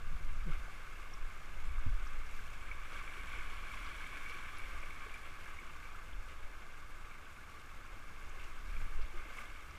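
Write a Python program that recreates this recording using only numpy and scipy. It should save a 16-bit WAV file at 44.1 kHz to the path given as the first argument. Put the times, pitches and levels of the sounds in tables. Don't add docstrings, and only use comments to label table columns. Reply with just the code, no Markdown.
import sys
import numpy as np
from scipy import signal
from scipy.fft import rfft, irfft, next_fast_len
from scipy.io import wavfile
from scipy.ndimage import uniform_filter1d

SR = 44100
rng = np.random.default_rng(int(sys.argv[2]) if len(sys.argv) > 2 else 0)


def wav_out(sig):
    wavfile.write(sys.argv[1], SR, np.round(np.clip(np.atleast_2d(sig).T, -1, 1) * 32767).astype(np.int16))


N = 431298
TIME = np.arange(N) / SR
SIZE = 2 * next_fast_len(N // 2 + SR // 4)
HZ = np.maximum(np.arange(SIZE // 2 + 1) * SR / SIZE, 1)


def from_db(db):
    return 10 ** (np.asarray(db) / 20)


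def rms_one(x):
    return x / np.sqrt(np.mean(x ** 2) + 1e-20)


def in_time(rows):
    times, *columns = np.transpose(rows)
    return [np.interp(TIME, times, column) for column in columns]


def spectrum_db(points):
    hz, db = np.transpose(points)
    return np.interp(np.log(HZ), np.log(hz), db)


def colour(x, gain):
    return rms_one(irfft(rfft(x, SIZE) * gain, SIZE)[:N])


def drift(rate_hz):
    return colour(rng.standard_normal(N), (HZ > 1) / (1 + (HZ / rate_hz) ** 2))


def swell(middle_s, length_s):
    return 2 ** -np.minimum((2 * (TIME - middle_s) / length_s) ** 2, 20)


def ring(clicks, hz, t60):
    decay = from_db(-60 / (t60 * SR))
    turn = 2 * np.pi * hz / SR
    poles = [1, -2 * decay * np.cos(turn), decay ** 2]
    return signal.lfilter([0, np.sin(turn)], poles, clicks + 1e-18)


def add(out, start_s, sound):
    at = int(start_s * SR)
    out[at:at + len(sound)] += sound[:N - at]


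def burst(attack_s, t60):
    t = TIME[:SR // 5]
    shape = (1 - np.exp(-t / attack_s)) ** 2 * from_db(-60 * t / t60)
    return shape / shape.max()


def fizz(low_hz, high_hz):
    band = signal.butter(4, [low_hz, high_hz], "band", fs=SR, output="sos")
    return rms_one(signal.sosfilt(band, rng.standard_normal(SR // 5)))


def eddies(spectrum, even_s):
    swirl = colour(rng.standard_normal(N), from_db(spectrum_db(spectrum)))
    span = max(int(even_s * SR / 2), 1)
    power = uniform_filter1d(uniform_filter1d(swirl ** 2, span), span)
    return swirl / np.sqrt(power + 1e-6)


def wind(unsteady_db=0.22, fade_db_per_s=0.4):
    # (frequency [Hz], relative density [dB])
    buffet_spectrum = [(4, -9), (11, 0), (17, -1), (24, -14), (34, -15.5), (45, -19), (58, -27), (80, -36),
                       (160, -85)]
    flutter_spectrum = [(30, -25), (48, -3.5), (58, -1.5), (76, -0.5), (100, -8), (130, -12), (170, -14),
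                        (220, -24), (500, -41), (2000, -86)]
    # (middle [s], length [s], buffet change [dB], flutter change [dB])
    gusts = [(0.107, 0.11, 7, 6), (0.294, 0.32, 12, 3.5), (0.547, 0.14, 10.5, -4), (0.85, 0.24, -1.5, -3),
             (1.22, 0.083, 11, -2), (1.422, 0.18, 0.5, -0.5), (1.658, 0.21, 9.5, 1.5),
             (1.908, 0.29, 14, -2), (2.177, 0.11, 10.5, -3), (2.368, 0.15, 7.5, 0), (2.713, 0.44, 3, 0),
             (3.033, 0.2, 0.5, 0), (3.458, 0.23, 6, 1), (3.84, 0.14, 1.5, 0), (4.24, 0.12, 2.5, -2),
             (4.735, 0.3, 6, 0.5), (6.176, 0.075, 7, 0), (6.438, 0.05, 9, 1), (6.677, 0.34, -1, -2),
             (6.98, 0.25, 2, -0.5), (7.45, 0.58, -7, 0.5), (7.773, 0.096, 2.5, 1), (8.5, 0.51, 4.5, 1),
             (8.823, 0.23, 11, 7.5), (9.002, 0.13, 14.5, 1), (9.183, 0.083, 11, 2), (9.76, 0.21, -7, 6.5)]
    breeze_db = unsteady_db * drift(2.2) - fade_db_per_s * TIME
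    buffet_db = -42 + breeze_db + sum(db * swell(s, length_s) for s, length_s, db, _ in gusts)
    flutter_db = -57.5 + breeze_db + sum(db * swell(s, length_s) for s, length_s, _, db in gusts)
    buffet = from_db(buffet_db) * eddies(buffet_spectrum, even_s=0.15)
    flutter = from_db(flutter_db) * eddies(flutter_spectrum, even_s=0.25)
    return buffet + flutter


def rub(overtone_db=-21, jitter=0.038, scuff_db=-17, scuff_hz=(200, 520)):
    # (time [s], pitch before jitter [Hz], level [dB])
    grunt = [(.452, 210, -60), (.470, 185, -42), (.485, 163, -42), (.503, 148, -40), (.516, 120, -52)]
    pitch_hz, level_db = in_time(grunt)
    phase = 2 * np.pi * np.cumsum(pitch_hz * (1 + jitter * drift(60))) / SR
    overtones = sum(np.sin(k * phase) * 2 / k for k in range(2, 5))
    band = signal.butter(2, scuff_hz, "band", fs=SR, output="sos")
    scuff = rms_one(signal.sosfilt(band, rng.standard_normal(N)))
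    touching = (TIME > grunt[0][0]) * (TIME < grunt[-1][0])
    rubber = np.sin(phase) + from_db(overtone_db) * overtones + from_db(scuff_db) * scuff
    return from_db(level_db) * touching * rubber


def thumps():
    # (time [s], strength [dB], contact cut-off [Hz])
    blows = [(1.221, -33, 32), (1.863, -31.5, 169), (8.993, -56, 89)]
    # (frequency [Hz], relative level [dB], t60 [s])
    modes = [(88, 0.5, 0.18), (120, -3, 0.086), (248, -3.5, 0.079)]
    out = np.zeros(N)
    for s, db, contact_hz in blows:
        contact = signal.butter(2, contact_hz, fs=SR, output="sos")
        push = signal.sosfilt(contact, signal.unit_impulse(SR // 2))
        boom = sum(from_db(mode_db) * ring(push, hz, t60) for hz, mode_db, t60 in modes)
        add(out, s, from_db(db) * boom)
    return out


def splats(attack_share=0.088):
    # (time [s], lowest frequency [Hz], highest frequency [Hz], level [dB], t60 [s])
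    landings = [(1.135, 5000, 5770, -55, 0.022), (2.071, 4700, 6340, -57, .018),
                (2.257, 4800, 6200, -65, .05), (2.931, 3200, 6400, -62, .04), (2.985, 3000, 5800, -64, .06),
                (3.861, 3000, 5100, -60, .045), (3.953, 2900, 3600, -57, 0.026),
                (4.292, 2900, 5370, -60, 0.066), (4.564, 2400, 5700, -60, .045),
                (4.583, 9500, 11200, -56, .012), (4.802, 5100, 6500, -58, .012),
                (5.139, 4500, 11500, -59, .018), (6.127, 2900, 3600, -61, .03),
                (7.249, 3000, 3600, -65, 0.034), (8.292, 6000, 8000, -62, .02),
                (8.375, 2050, 2760, -61, .25), (8.435, 3400, 7400, -65, 0.045),
                (8.807, 6600, 7400, -67, .03), (9.013, 3230, 5700, -61, 0.047),
                (9.062, 3200, 3800, -62, .025), (9.165, 2060, 2480, -58, .25),
                (9.368, 6000, 9800, -62, .025), (9.389, 7500, 10000, -63, .03),
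                (9.707, 4600, 6900, -62, .025)]
    out = np.zeros(N)
    for s, low_hz, high_hz, db, t60 in landings:
        add(out, s, from_db(db) * burst(attack_share * t60, t60) * fizz(low_hz, high_hz))
    return out


def drops(attack_s=0.00094, rise=0.022, spatter=0.15):
    # (time [s], starting pitch [Hz], tone level [dB], t60 [s])
    plops = [(0.52, 1335, -43.5, 0.034), (.997, 1210, -45, .025), (1.782, 1210, -44.5, .025),
             (2.066, 1220, -44.5, .03), (2.391, 1570, -44, .025), (2.713, 2250, -36.5, 0.034),
             (3.077, 2300, -40, 0.017), (3.378, 372, -51, 0.047), (3.407, 2200, -42, .025),
             (3.738, 1094, -43.5, 0.048), (4.261, 2280, -40, .025), (4.302, 476, -55, 0.05),
             (4.343, 2300, -43, 0.04), (4.832, 2230, -44, .025), (5.066, 423, -52, 0.054),
             (5.141, 2340, -42, .025), (5.460, 1670, -44, .03), (5.587, 2230, -43, 0.046),
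             (5.853, 2270, -47, .025), (5.948, 1330, -46, .03), (7.111, 2260, -49, 0.03),
             (7.265, 1530, -51, .04), (7.385, 1460, -49, .04), (8.370, 378, -55, .078),
             (8.765, 2340, -44.5, 0.027), (8.990, 418, -53, 0.037), (9.139, 353, -53, 0.22),
             (9.250, 616, -58, 0.09), (9.255, 309, -54, 0.11), (9.302, 1520, -47, .04),
             (9.385, 2220, -49, 0.023)]
    out, t = np.zeros(N), TIME[:SR // 5]
    for s, hz, db, t60 in plops:
        tone = np.sin(2 * np.pi * hz * t * (1 + rise * t / t60 / 2))
        plop = tone + spatter * fizz(hz * 0.77, hz * 1.15)
        add(out, s, from_db(db) * burst(attack_s, t60) * plop)
    return out


def case_gain(side):
    # (frequency [Hz], relative gain [dB])
    wall = [(150, 3), (350, 1), (500, 1.5), (750, 0), (950, 0), (1400, 7), (1900, -0.5), (2500, -1),
            (3100, -5.5), (3900, -12), (7000, -15), (9000, -17.5), (12000, -21), (15300, -25)]
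    # (centre [Hz], width [Hz], boost from ahead [dB], from the side [dB])
    resonances = [(325, 67, 2, 3), (872, 61, 2, 4), (1115, 150, 2, 7), (1183, 270, 7, 2),
                  (1520, 118, 5, 5.5), (1670, 170, 5.5, 7.5), (2107, 128, 7, 1), (2271, 234, 5.5, 13.5),
                  (2690, 310, 3.5, 1), (3320, 250, 1.5, 5.5), (3615, 110, 4.5, 4.5), (4300, 200, -1, 6.5),
                  (5700, 170, 0.5, 5.5), (6700, 220, 3, 1.5), (7650, 310, 1.5, 6), (10000, 1200, -1.5, 4)]
    gain_db = spectrum_db(wall)
    for hz, width_hz, ahead_db, side_db in resonances:
        peak_db = ahead_db + side * (side_db - ahead_db)
        gain_db = gain_db + peak_db * 2 ** -np.minimum((2 * (HZ - hz) / width_hz) ** 2, 20)
    return from_db(gain_db)


def laps(per_s, rise_s=0.002, fall_s=0.0082):
    t = TIME[:SR // 5]
    shape = (1 - np.exp(-t / rise_s)) * np.exp(-t / fall_s)
    tips = (rng.random(N) < per_s / SR).astype(float)
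    crests = signal.fftconvolve(tips, shape / shape.max())[:N]
    return crests - crests.mean()


def bubbles(low_hz, high_hz, per_s, cycles, spread_db, count=28):
    born = np.flatnonzero(rng.random(N) < per_s / SR)
    strength_db = spread_db * np.minimum(rng.exponential(1, len(born)), 4.5)
    strengths = from_db(strength_db) * rng.choice([-1, 1], len(born))
    dealt, out = rng.integers(0, count, len(born)), np.zeros(N)
    for k, hz in enumerate(np.geomspace(low_hz, high_hz, count)):
        clicks = np.bincount(born, strengths * (dealt == k), N)
        out += hz * ring(clicks, hz, cycles / hz)
    return out


def river(surge_db=0.07, patchy_db=0.5, clump_db=2.5, wander=0.13):
    # (lowest [Hz], highest [Hz], near bubbles before clumping [1/s],
    # cycles rung to -60 dB, strength spread [dB], near power share [0-1], calm level before the case's
    # unit-power colouring is mixed [dB], gain per white water [dB/dB], per slosh [dB/dB], per crest [dB])
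    clouds = [(182, 993, 170, 13.5, 3, 0.21, -64, 0.24, 0.86, 1.5),
              (949, 1935, 500, 35, 2, 0.37, -58.5, 0.5861, 1.2, 1),
              (1898, 3825, 450, 37, 2, 0.3, -62, 0.9138, 1.85, 2.5),
              (3650, 19300, 1100, 8, 3.5, 0.19, -68.5, 0.45, 0.74, 1)]
    # (time [s], share from the side before wander [0-1])
    side_pass = [(2.5, 0.2), (3.0, 1), (4.7, 0.8), (5.8, 0.2)]
    # (time [s], level above calm, scaled per cloud [dB])
    white_water = [(0.0, 1), (0.8, 4), (1.4, 2.5), (2.82, 5.5), (3.0, 8), (3.85, 11), (4.35, 10),
                   (4.8, 7.5), (5.25, 6), (6.4, 0.5), (8.1, 1), (8.9, 2.5), (9.78, 2.5)]
    # (middle [s], length [s], change of the lower three clouds [dB], change of the spray [dB])
    sloshes = [(0.537, 0.11, 1.5, 1), (0.746, 0.1, 0, 0.5), (2.1, 0.17, 0.5, 0), (2.35, 0.18, 0, 3),
               (2.81, 0.072, 0, -1), (2.967, 0.1, 2, 2), (3.35, 0.12, 2, 2), (4.275, 0.1, 0.5, 1.5),
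               (5.052, 0.097, 1, -0.5), (8.442, 0.17, 1, 2), (8.63, 0.055, -0.5, 0.5), (8.78, 0.17, 1, 3),
               (9.02, 0.06, 1.5, 0), (9.19, 0.07, 1, 0.5), (9.375, 0.15, 2.5, 4), (9.4, 0.09, 0.5, 2)]
    ahead, side = case_gain(0), case_gain(0.76)
    (beside,), (white_db,) = in_time(side_pass), in_time(white_water)
    beside = np.clip(beside + wander * drift(2.8), 0, 1)
    slosh_db = sum(db * swell(s, length_s) for s, length_s, db, _ in sloshes)
    spray_db = sum(db * swell(s, length_s) for s, length_s, _, db in sloshes)
    surge, out = drift(13), np.zeros(N)
    crests = laps(4.3 * from_db(white_db))
    for cloud_row, wash_db in zip(clouds, [slosh_db] * 3 + [spray_db]):
        low_hz, high_hz, per_s, cycles, spread_db, share, calm_db, with_white, with_slosh, crest_db = cloud_row
        band = 1 / np.sqrt((1 + (low_hz / HZ) ** 20) * (1 + (HZ / high_hz) ** 20))
        clumps = from_db(clump_db * (surge + drift(20)) / np.sqrt(2))
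        near = colour(bubbles(low_hz, high_hz, per_s * clumps, cycles, spread_db), band)
        far = colour(rng.standard_normal(N), band)
        cloud = np.sqrt(share) * near + np.sqrt(1 - share) * far
        heard = (1 - beside) * colour(cloud, ahead) + beside * colour(cloud, side)
        level_db = calm_db + with_white * white_db + with_slosh * wash_db + crest_db * crests
        out += heard * from_db(level_db + surge_db * surge + patchy_db * drift(30))
    return out


def scene():
    return (river() + wind() + drops() + splats() + thumps() + rub())[None]


def record(dry):
    return signal.sosfilt(signal.ellip(12, .1, 80, 15350, fs=SR, output="sos"), dry)


dry = scene()
out = record(dry)
wav_out(out)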